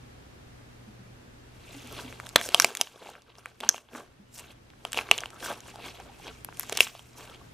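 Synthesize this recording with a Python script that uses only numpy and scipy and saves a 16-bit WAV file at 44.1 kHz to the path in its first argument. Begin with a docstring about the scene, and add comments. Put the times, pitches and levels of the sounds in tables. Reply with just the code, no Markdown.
"""Air noise and mains hum are heard first and run throughout, with dull knocks before and during the kneading.
Two hands knead sticky slime above a table: skin peels off the goo in dense wet crackle, made of countless
ringing grains and thicker snapping threads; air inside the lump blips softly.
Trapped air pockets burst as short ringing pops, loud enough to overload.
Table and palms throw quick delayed echoes, the small room a short noise tail, into two close microphone ports."""
import sys
import numpy as np
from scipy import signal
from scipy.fft import rfft, irfft
from scipy.io import wavfile

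SR = 44100
rng = np.random.default_rng(int(sys.argv[2]) if len(sys.argv) > 2 else 0)


def to_wav(sig):
    """Store sig (one row per channel, or 1-D mono) as 16-bit WAV at the path in sys.argv[1].

    Samples outside -1..1 are clipped; the rate is SR.
    """
    pcm = np.clip(np.atleast_2d(sig), -1, 1) * 32767
    pcm = np.round(pcm).astype(np.int16)
    wavfile.write(sys.argv[1], SR, pcm.T)  # frames by channels


N = 332073

# bursting air pockets: start_s, level_db, pocket_hz (at the start), palm_hollow_hz,
# hollow_db and snap_db (both relative to level_db)
POPS = [(2.126, -29.5, 2420, 1400, -1.5, -5), (2.2, -25, 2100, 1310, 4.5, -5),
        (2.2631, -31.5, 3300, 890, -20, 1), (2.2673, -24.5, 3440, 1500, -1.5, -2.5),
        (2.291, -22.5, 7040, 1490, -28, -3), (2.3587, 1, 4030, 560, -6, -5),
        (2.3601, 7, 3360, 1380, -6, -4), (2.413, -16, 2270, 1730, 0.5, -1.5),
        (2.489, -28, 3050, 357, 0, 12.5), (2.52, -34, 4110, 846, 3, 1), (2.5455, 6, 3055, 681, -14, -4.5),
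        (2.5992, 10.5, 5680, 1350, -13, -10.5), (2.6211, -2, 5500, 1430, -14, -10),
        (2.6454, -2.5, 2330, 693, -6.5, 4.5), (2.7046, -32, 2460, 695, 1, -5),
        (2.751, -27, 3060, 1150, -20, 12), (2.771, -17, 3200, 1460, -14, 3),
        (2.8125, 2, 6140, 764, -16.5, -9), (2.8128, -7.5, 2970, 770, -31, -24),
        (2.872, -26.5, 2940, 1040, -8.5, -31), (2.959, -34, 3440, 390, -3, -28),
        (3.026, -33, 2620, 560, -1, -23), (3.071, -30.5, 2520, 790, -5, -34.5),
        (3.153, -38.5, 2450, 1435, 7.5, -28), (3.384, -30.5, 5400, 750, -8, -38),
        (3.4581, -21, 2320, 1370, 0.5, -9), (3.6035, -28, 2680, 925, -8, 3),
        (3.608, -21, 3440, 500, -14.5, -11), (3.634, -22.5, 1670, 840, 0, -21),
        (3.6375, -19, 3000, 870, -2, -23), (3.6485, -30, 2680, 1400, -20, -5),
        (3.6905, 13, 6080, 1500, -40, -16), (3.7444, -22.5, 2400, 740, -1.5, -29),
        (3.7799, -28, 2870, 993, -4.5, -7), (3.888, -40, 3170, 900, -5, -15),
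        (3.933, -35, 2450, 417, -2.5, -11), (4.851, -13.5, 2980, 755, -6, -8),
        (4.92, -17, 7750, 832, -23, -9), (4.931, -17.5, 2840, 1460, -9, 6.5),
        (4.945, -18, 2700, 800, -7.5, -11), (4.974, -9, 2690, 740, -8, -8),
        (4.989, -7.5, 2370, 800, -9.5, -25), (5.0109, -22.5, 2480, 796, -6, -6),
        (5.089, -26, 2200, 1310, 1.5, -17), (5.113, 8.5, 2706, 727, -16.5, -8),
        (5.1795, -10.5, 6560, 705, -30, -6.5), (5.186, -12.5, 2940, 993, -30, -20),
        (5.2055, -16.5, 5940, 435, -39, -9.5), (5.236, -18, 2110, 1420, 1, -32),
        (5.258, -18.5, 2850, 830, -9, -11.5), (5.304, -39, 2389, 1300, -24, 7),
        (5.344, -34, 7200, 455, -31, -22), (5.605, -25.5, 6600, 762, -39, -4.5),
        (5.758, -28, 4600, 790, -4, -9), (6.0004, -30.5, 5950, 1380, -2, -7),
        (6.269, -26, 3140, 850, -2.5, -33), (6.4473, -6, 11550, 825, -30, -20.5),
        (6.488, -26.5, 2510, 870, 0, -25), (6.526, -35, 2080, 1370, 1.5, -20),
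        (6.5715, -22.5, 9350, 767, -32, -6), (6.5963, 3.5, 12000, 900, -35.5, -20.5),
        (6.6, -31, 2400, 800, -12, 4), (6.6087, -14, 10500, 1310, -21, -10),
        (6.6316, -29, 4560, 780, -7, 6), (6.636, -28.5, 5930, 1130, 0.5, -16),
        (6.696, -13, 7260, 764, -13.5, -8), (6.7236, -19.5, 2270, 425, -1.5, 0),
        (6.7267, -23.5, 2980, 490, -4.5, 6.5), (6.7518, -22, 5800, 412, -10, -3),
        (6.7724, -7.5, 5600, 797, -18, -3), (6.7749, -14.5, 2770, 780, -15, 2),
        (6.7893, -17.5, 2900, 1100, -6.5, -15), (6.8055, 8.5, 2630, 394, -26, -6),
        (6.869, -22, 2620, 860, -8, -30), (6.873, -22.5, 3280, 1320, -4.5, -19),
        (6.951, -30.5, 2940, 700, -1.5, -12), (6.9936, -29, 2980, 845, -10, -6),
        (7.298, -31, 3400, 475, -11, -10)]
# spectrum of the peeling crackle: pitch_hz, density_db (per Hz)
PEEL_COLOUR = [(200, -1.5), (380, 2), (560, -3), (820, -0.5), (1080, -8), (1430, -1.5), (1900, -17),
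               (2600, -8.5), (3250, -9.5), (3900, -14), (6000, -18), (12000, -23.5), (15500, -25)]
# edges of the deep, middle and fine grain ranges: edge_hz
PEEL_SPLITS_HZ = [200, 1800, 5000, 15500]
# deep, middle and fine grains, the small ones being the many: grains_per_s
PEEL_GRAINS_PER_S = [3000, 5500, 14000]
# skin peeling off, one row a pull: loudest_s, swell_s, fade_s, middle_db, deep_db and fine_db (relative to middle_db)
PULLS = [(1.74, 0.27, 0.85, -53.5, -2, -4.5), (2.0, 0.34, 0.2, -46.5, -0.5, -4.5),
         (2.28, 0.56, 0.17, -61.5, 8.5, 0), (2.374, 0.026, 0.18, -42.5, 5, -19),
         (2.46, 0.1, 0.044, -47, -9, 10), (2.62, 0.18, 0.15, -39.5, 3, 0), (2.8, 0.05, 0.15, -48.5, 1, 0),
         (3.081, 0.18, 0.14, -53, 6, -3), (3.3, 0.076, 0.07, -64.5, 8.5, -11.5),
         (3.389, 0.062, 0.068, -60, 5, -4), (3.47, 0.076, 0.15, -59, 2.5, -5.5),
         (3.631, 0.023, 0.17, -48.5, 7, -7.5), (3.76, 0.17, 0.077, -54.5, 0.5, 2.5),
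         (3.945, 0.033, 0.12, -52.5, 11.5, -2), (3.999, 0.089, 0.047, -52, 5, -3),
         (4.359, 0.046, 0.075, -64.5, -8.5, 14.5), (4.399, 0.043, 0.051, -52, 3, 1),
         (4.45, 0.066, 0.055, -55.5, 1, -7), (4.51, 0.059, 0.033, -53, 0.5, -8.5),
         (4.87, 0.078, 0.093, -56.5, 6.5, -0.5), (4.98, 0.061, 0.1, -40, 0.5, -3.5),
         (5.15, 0.21, 0.21, -52.5, 3.5, -2), (5.124, 0.023, 0.16, -41, -3, -9),
         (5.25, 0.33, 0.041, -56, -15.5, -3), (5.428, 0.024, 0.18, -45, 7.5, -9),
         (5.4, 0.0072, 0.088, -47, -14, -1), (5.459, 0.072, 0.13, -42, -17, -1),
         (5.529, 0.19, 0.026, -48.5, 11, 0), (5.68, 0.056, 0.12, -49.5, 0.5, -2),
         (5.86, 0.095, 0.081, -42.5, 3.5, -8.5), (6.009, 0.36, 0.26, -56.5, 5, -4),
         (6.21, 0.086, 0.16, -57, -3, 1), (6.282, 0.056, 0.045, -44.5, 5, -13),
         (6.35, 0.12, 0.18, -57, -5, -1.5), (6.61, 0.14, 0.92, -57, -0.5, 4.5),
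         (6.78, 0.14, 0.18, -40.5, -6, -17), (6.82, 0.039, 0.046, -35.5, -9, 7),
         (6.998, 0.23, 0.058, -65, -5, 5.5), (7.189, 0.043, 0.27, -52, 6.5, 0),
         (7.348, .06, 0.028, -51, -9, -18.5)]
# thicker threads at random, rows deep, middle, fine: pitch_hz, snaps_per_s, above_crackle_db (smallest snap)
TICKS = [(1300, 25, 8), (3000, 60, 11), (7000, 45, 13)]
# the clearest thread snaps: start_s, level_db, pitch_hz
THREADS = [(1.874, -26, 9000), (1.926, -22, 11000), (1.983, -29, 4500), (2.2523, -35, 5880),
           (2.298, -30, 4650), (2.441, -20, 3270), (2.477, -28, 3420), (2.5095, -36, 3380),
           (2.525, -27, 4500), (3.101, -27.5, 9500), (3.221, -35, 5800), (3.3541, -35, 3370),
           (4.346, -38, 6220), (4.3547, -31, 6080), (4.363, -35.5, 6000), (4.3795, -21.5, 10600),
           (4.3828, -23, 8000), (4.3885, -22, 7500), (4.3954, -19, 9100), (4.3997, -27.5, 11220),
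           (4.703, -34, 3280), (4.736, -38, 1430), (5.684, -32, 1450), (5.886, -31, 3220),
           (5.974, -32, 2700), (6.691, -31, 3100), (6.746, -28, 5060), (6.7638, -23, 5500),
           (7.145, -41, 2900), (7.276, -31, 3000)]
# soft wet blips, air shifting inside the lump: start_s, level_db, pitch_hz
BLIPS = [(5.502, -29, 690), (5.74, -41, 810), (5.756, -42, 830), (5.999, -36.5, 788), (6.096, -42, 805),
         (6.198, -43, 807)]
# dull knocks through the table top: start_s, level_db, pitch_hz
KNOCKS = [(.87, -46, 214), (.99, -50, 190), (1.743, -43.5, 277), (1.839, -47, 239), (2.046, -43.5, 250),
          (2.04, -47, 285), (3.6, -49, 245), (3.642, -48, 224.5), (3.929, -45.5, 240), (4.19, -50, 200.6)]
# quick echoes off table and palms: late_s, level_db
ECHOES = [(.0012, -27.5), (.0018, -15.5), (.0044, -18)]
# course of the background, sinking after some of the loudest pops and creeping back: time_s, level_db
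BACKGROUND_COURSE = [(0.0, -56.5), (1.66, -57.5), (2.05, -54.5), (2.49, -61), (2.62, -65), (2.7, -71.5),
                     (3.2, -68.5), (3.62, -66), (3.8, -74), (3.94, -65.5), (4.3, -63.5), (4.4, -62),
                     (4.97, -61), (6.63, -57), (6.82, -64.5), (7.53, -57.5)]
# spectrum of the air noise: pitch_hz, density_db (per Hz)
AIR_COLOUR = [(12, -20.5), (20, -7), (90, -1.5), (122, -5.5), (148, -5), (225, -8.5), (266, -6), (362, -8),
              (958, -15.5), (1630, -17), (10800, -33), (13500, -34.5), (15500, -47.5)]
# how alike the air noise is at the two ports: pitch_hz, likeness (1 same, 0 unrelated, -1 opposite)
AIR_LIKENESS = [(60, 1), (180, 0.66), (550, -0.31), (1650, -0.19), (4970, 0.0056), (15000, -0.68)]
# mains lines and one faint high whine: pitch_hz, level_db (relative to the background course)
HUM_LINES = [(60, -6.5), (120, -1), (240, -10.5), (13006, -36)]

TOUCH_S = 1.4   # the hands first touch the slime
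CLING_DB = [-82, -75.5, -79.5]   # between pulls they still cling: deep, middle, fine
SWELL_DB = 20   # a pull gains this over its swell and loses it over its fade
ROOM_T60_S, ROOM_DB, ROOM_DULL_HZ = .23, -24.5, 6000
CUTOFF_HZ = 16600


def amp(db):
    """Decibels to gain."""
    return 10 ** (np.asarray(db) / 20)


def rms_one(x):
    """Scale to unit rms."""
    return x / np.sqrt(np.mean(x ** 2) + 1e-20)


def in_time(rows):
    """Columns of a table, joined by straight lines, one value a sample."""
    s, *columns = np.transpose(rows)
    return [np.interp(np.arange(N) / SR, s, c, left=c[0]) for c in columns]


def at_hz(points, hz):
    """Value of a spectrum on a log-frequency axis."""
    point_hz, value = np.array(points).T
    return np.interp(np.log(hz), np.log(point_hz), value)


def drift(corner_hz):
    """Slow random wander of unit rms: noise through two equal low-pass poles, drawn every 40 samples."""
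    r = np.exp(-2 * np.pi * corner_hz * 40 / SR)
    slow = signal.lfilter([1], [1, -2 * r, r * r], rng.standard_normal(N // 40 + 2002))[2000:]
    return np.interp(np.arange(N) / 40, np.arange(len(slow)), rms_one(slow))


def ring(clicks, hz, t60_s):
    """A unit click sets a decaying sine of height 1 ringing."""
    r, w = amp(-60 / (t60_s * SR)), 2 * np.pi * hz / SR
    return signal.lfilter([0, np.sin(w)], [1, -2 * r * np.cos(w), r * r], clicks + 1e-18)


def add(out, s, sound):
    """Mix a short sound in at a time."""
    i = round(s * SR)
    out[i:i + len(sound)] += sound[:N - i]


def swelling_tones(rows, peak_s):
    """Each row swells to its level after peak_s and fades, on one mode."""
    out, t = np.zeros(N), np.arange(8000) / SR
    swell = t / peak_s * np.exp(1 - t / peak_s)
    for s, db, hz in rows:
        add(out, s, amp(db) * swell * np.sin(2 * np.pi * hz * t))
    return out


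def pops(pocket_cycles=15.5, hollow_cycles=7.16, snap_s=0.00091, rise_s=0.00018, snap_hz=1600,
         upper=1.78, upper_db=-7.0, climb_per_s=18.0):
    """A pocket rings, climbing as it opens; the palms' hollow answers on two modes; the tearing skin snaps."""
    out, t = np.zeros(N), np.arange(1200) / SR
    tear = rng.standard_normal((len(POPS), len(t)))
    bright = signal.butter(2, [snap_hz, 11500], "band", fs=SR, output="sos")
    rise = 1 - np.exp(-t / rise_s)
    climb = 1 + climb_per_s * np.minimum(t, .006)   # stretches the phase
    for (s, db, hz, low_hz, low_db, snap_db), noise in zip(POPS, tear):
        # each rings down 60 dB in its number of cycles
        pocket = np.sin(2 * np.pi * hz * t * climb) * amp(-60 * t * hz / pocket_cycles)
        low_mode = np.sin(2 * np.pi * low_hz * t)
        upper_mode = amp(upper_db) * np.sin(2 * np.pi * upper * low_hz * t)
        hollow = (upper_mode - low_mode) * amp(-60 * t * low_hz / hollow_cycles)
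        snap = signal.sosfilt(bright, noise * np.exp(-t / snap_s))
        snap = snap / np.abs(snap).max()
        # what the hollow takes is missing from the pocket, down to a floor
        share = np.sqrt(max(1 - amp(low_db) ** 2, .05))
        burst = share * pocket + amp(low_db) * hollow + amp(snap_db) * snap
        add(out, s, amp(db) * rise * burst)
    return out


def peel_levels():
    """Level in dB of deep, middle and fine grains: every pull swells and fades in straight dB, powers add."""
    t = np.arange(0, N, 64) / SR
    power = amp(np.array(CLING_DB)[:, None] + 0 * t) ** 2
    for s, swell_s, fade_s, db, deep_db, fine_db in PULLS:
        shape_db = db - SWELL_DB * np.maximum((s - t) / swell_s, (t - s) / fade_s)
        power = power + amp(shape_db + np.array([[deep_db], [0], [fine_db]])) ** 2
    return [np.interp(np.arange(N) / SR, t, 10 * np.log10(p)) for p in power]


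def peeling(spread_db=4.0, clump_db=2.2, patchy_db=2.2, cycles=26.0):
    """Countless tiny threads and bubbles let go, each ringing at a pitch set by its size; sizes come in patches."""
    out = np.zeros(N)
    fade_in = np.clip((np.arange(N) / SR - TOUCH_S) / 0.14, 0, 1)
    ranges = zip(peel_levels(), PEEL_SPLITS_HZ, PEEL_SPLITS_HZ[1:], PEEL_GRAINS_PER_S)
    for level_db, low_hz, high_hz, per_s in ranges:
        # a few grains are far stronger than most
        strengths = amp(spread_db * np.minimum(rng.exponential(1, N), 5)) * rng.choice([-1, 1], N)
        clicks = strengths * (rng.random(N) < per_s / SR)
        pitches = np.geomspace(low_hz, high_hz, 15)[1:-1]
        dealt = rng.integers(0, 13, N)   # which pitch a grain gets
        grains = np.zeros(N)
        for k, hz in enumerate(pitches):
            patches = amp(at_hz(PEEL_COLOUR, hz) + patchy_db * drift(7.7))
            # times hz: higher rings are shorter and stand for a wider step of the spectrum
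            grains += patches * hz * ring(clicks * (dealt == k), hz, cycles / hz)
        out += amp(level_db + clump_db * drift(21)) * rms_one(grains)
    return out * fade_in


def ticks(spread_db=4.0, cycles=4.0):
    """Now and then a thicker thread snaps, a very short ring well above the crackle around it."""
    out, started = np.zeros(N), np.arange(N) / SR > TOUCH_S
    for level_db, (hz, per_s, above_db) in zip(peel_levels(), TICKS):
        strengths = amp(spread_db * np.minimum(rng.exponential(1, N), 2.5))
        clicks = strengths * (rng.random(N) < per_s / SR) * started
        out += amp(level_db + above_db) * ring(clicks, hz, cycles / hz)
    for s, db, hz in THREADS:
        add(out, s, amp(db) * ring(np.arange(300) == 0, hz, cycles / hz))
    return out


def blips():
    """Air shifting inside the lump sounds one soft, quickly damped mode."""
    return swelling_tones(BLIPS, peak_s=0.0025)


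def knocks():
    """The table top carries a dull knock: one low mode, slow to swell."""
    return swelling_tones(KNOCKS, peak_s=.016)


def surroundings(x):
    """Quick echoes, then a diffuse tail of its own at each port, treble dying first."""
    near = x.copy()
    soft = signal.sosfilt(signal.butter(1, 7000, fs=SR, output="sos"), x)   # skin swallows treble
    for late_s, db in ECHOES:
        lag = round(late_s * SR)
        near[lag:] += amp(db) * soft[:-lag]
    t = np.arange(round(.5 * SR)) / SR
    # reflections arrive in uneven bunches of 100 samples
    lumps = np.repeat(amp(4.0 * rng.standard_normal(len(t) // 100 + 1)), 100)[:len(t)]
    noise = rng.standard_normal((3, len(t))) * lumps
    dull = signal.sosfilt(signal.butter(1, ROOM_DULL_HZ, fs=SR, output="sos"), noise)
    bright = noise - dull
    tail = dull * amp(-60 * t / ROOM_T60_S) + bright * amp(-60 * t / (0.24 * ROOM_T60_S))
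    tail = tail * np.clip(t / 0.0035 - .6, 0, 1)   # silent for 2 ms, then fades in
    tail = tail[0] + .4 * tail[1:]   # partly shared by the ports
    tail = tail / np.sqrt(np.sum(tail ** 2, axis=1, keepdims=True))
    return near, amp(ROOM_DB) * signal.fftconvolve(x[None], tail, axes=1)[:, :N]


def ports(x, apart_db=-5.0, move_hz=150):
    """Both ports hear the same bass; a wandering slope signal, opposite at each, parts the treble like a tiny lead."""
    side = np.gradient(x) * np.tanh(2 * drift(move_hz))
    return x + amp(apart_db) * side * [[1], [-1]]


def background(air_db=5.0, waver_db=1.8):
    """Air noise, alike at both ports in the bass only, with wavering mains lines and a faint whine."""
    hz = np.maximum(np.arange(N // 2 + 1) * SR / N, 10)
    alike = np.clip(at_hz(AIR_LIKENESS, hz), -1, 1)
    mid, side = rfft(rng.standard_normal((2, N))) * amp(at_hz(AIR_COLOUR, hz))
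    air = irfft(np.sqrt(1 + alike) * mid + np.sqrt(1 - alike) * side * [[1], [-1]], N)
    hum = np.zeros(N)
    for line_hz, db in HUM_LINES:
        line = np.sqrt(2) * np.sin(2 * np.pi * line_hz * np.arange(N) / SR + rng.uniform(0, 8.7))
        hum += amp(db + waver_db * drift(2.4)) * line
    return amp(in_time(BACKGROUND_COURSE)[0]) * (amp(air_db) * rms_one(air) + hum)


def scene():
    """Slime close by, its echoes and tail, the table knocks, the background."""
    slime = pops() + peeling() + ticks() + blips()
    # small sources radiate no deep bass
    radiated = signal.sosfilt(signal.butter(1, [200, 12000], "band", fs=SR, output="sos"), slime)
    near, tail = surroundings(radiated)
    return ports(near) + tail + knocks() + background()


def record(dry):
    """The loudest pops clip; then a steep low-pass cuts the top."""
    clipped = np.clip(dry, -.94, .94)
    return signal.sosfilt(signal.cheby2(12, 70, CUTOFF_HZ, fs=SR, output="sos"), clipped)


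dry = scene()
out = record(dry)
to_wav(out)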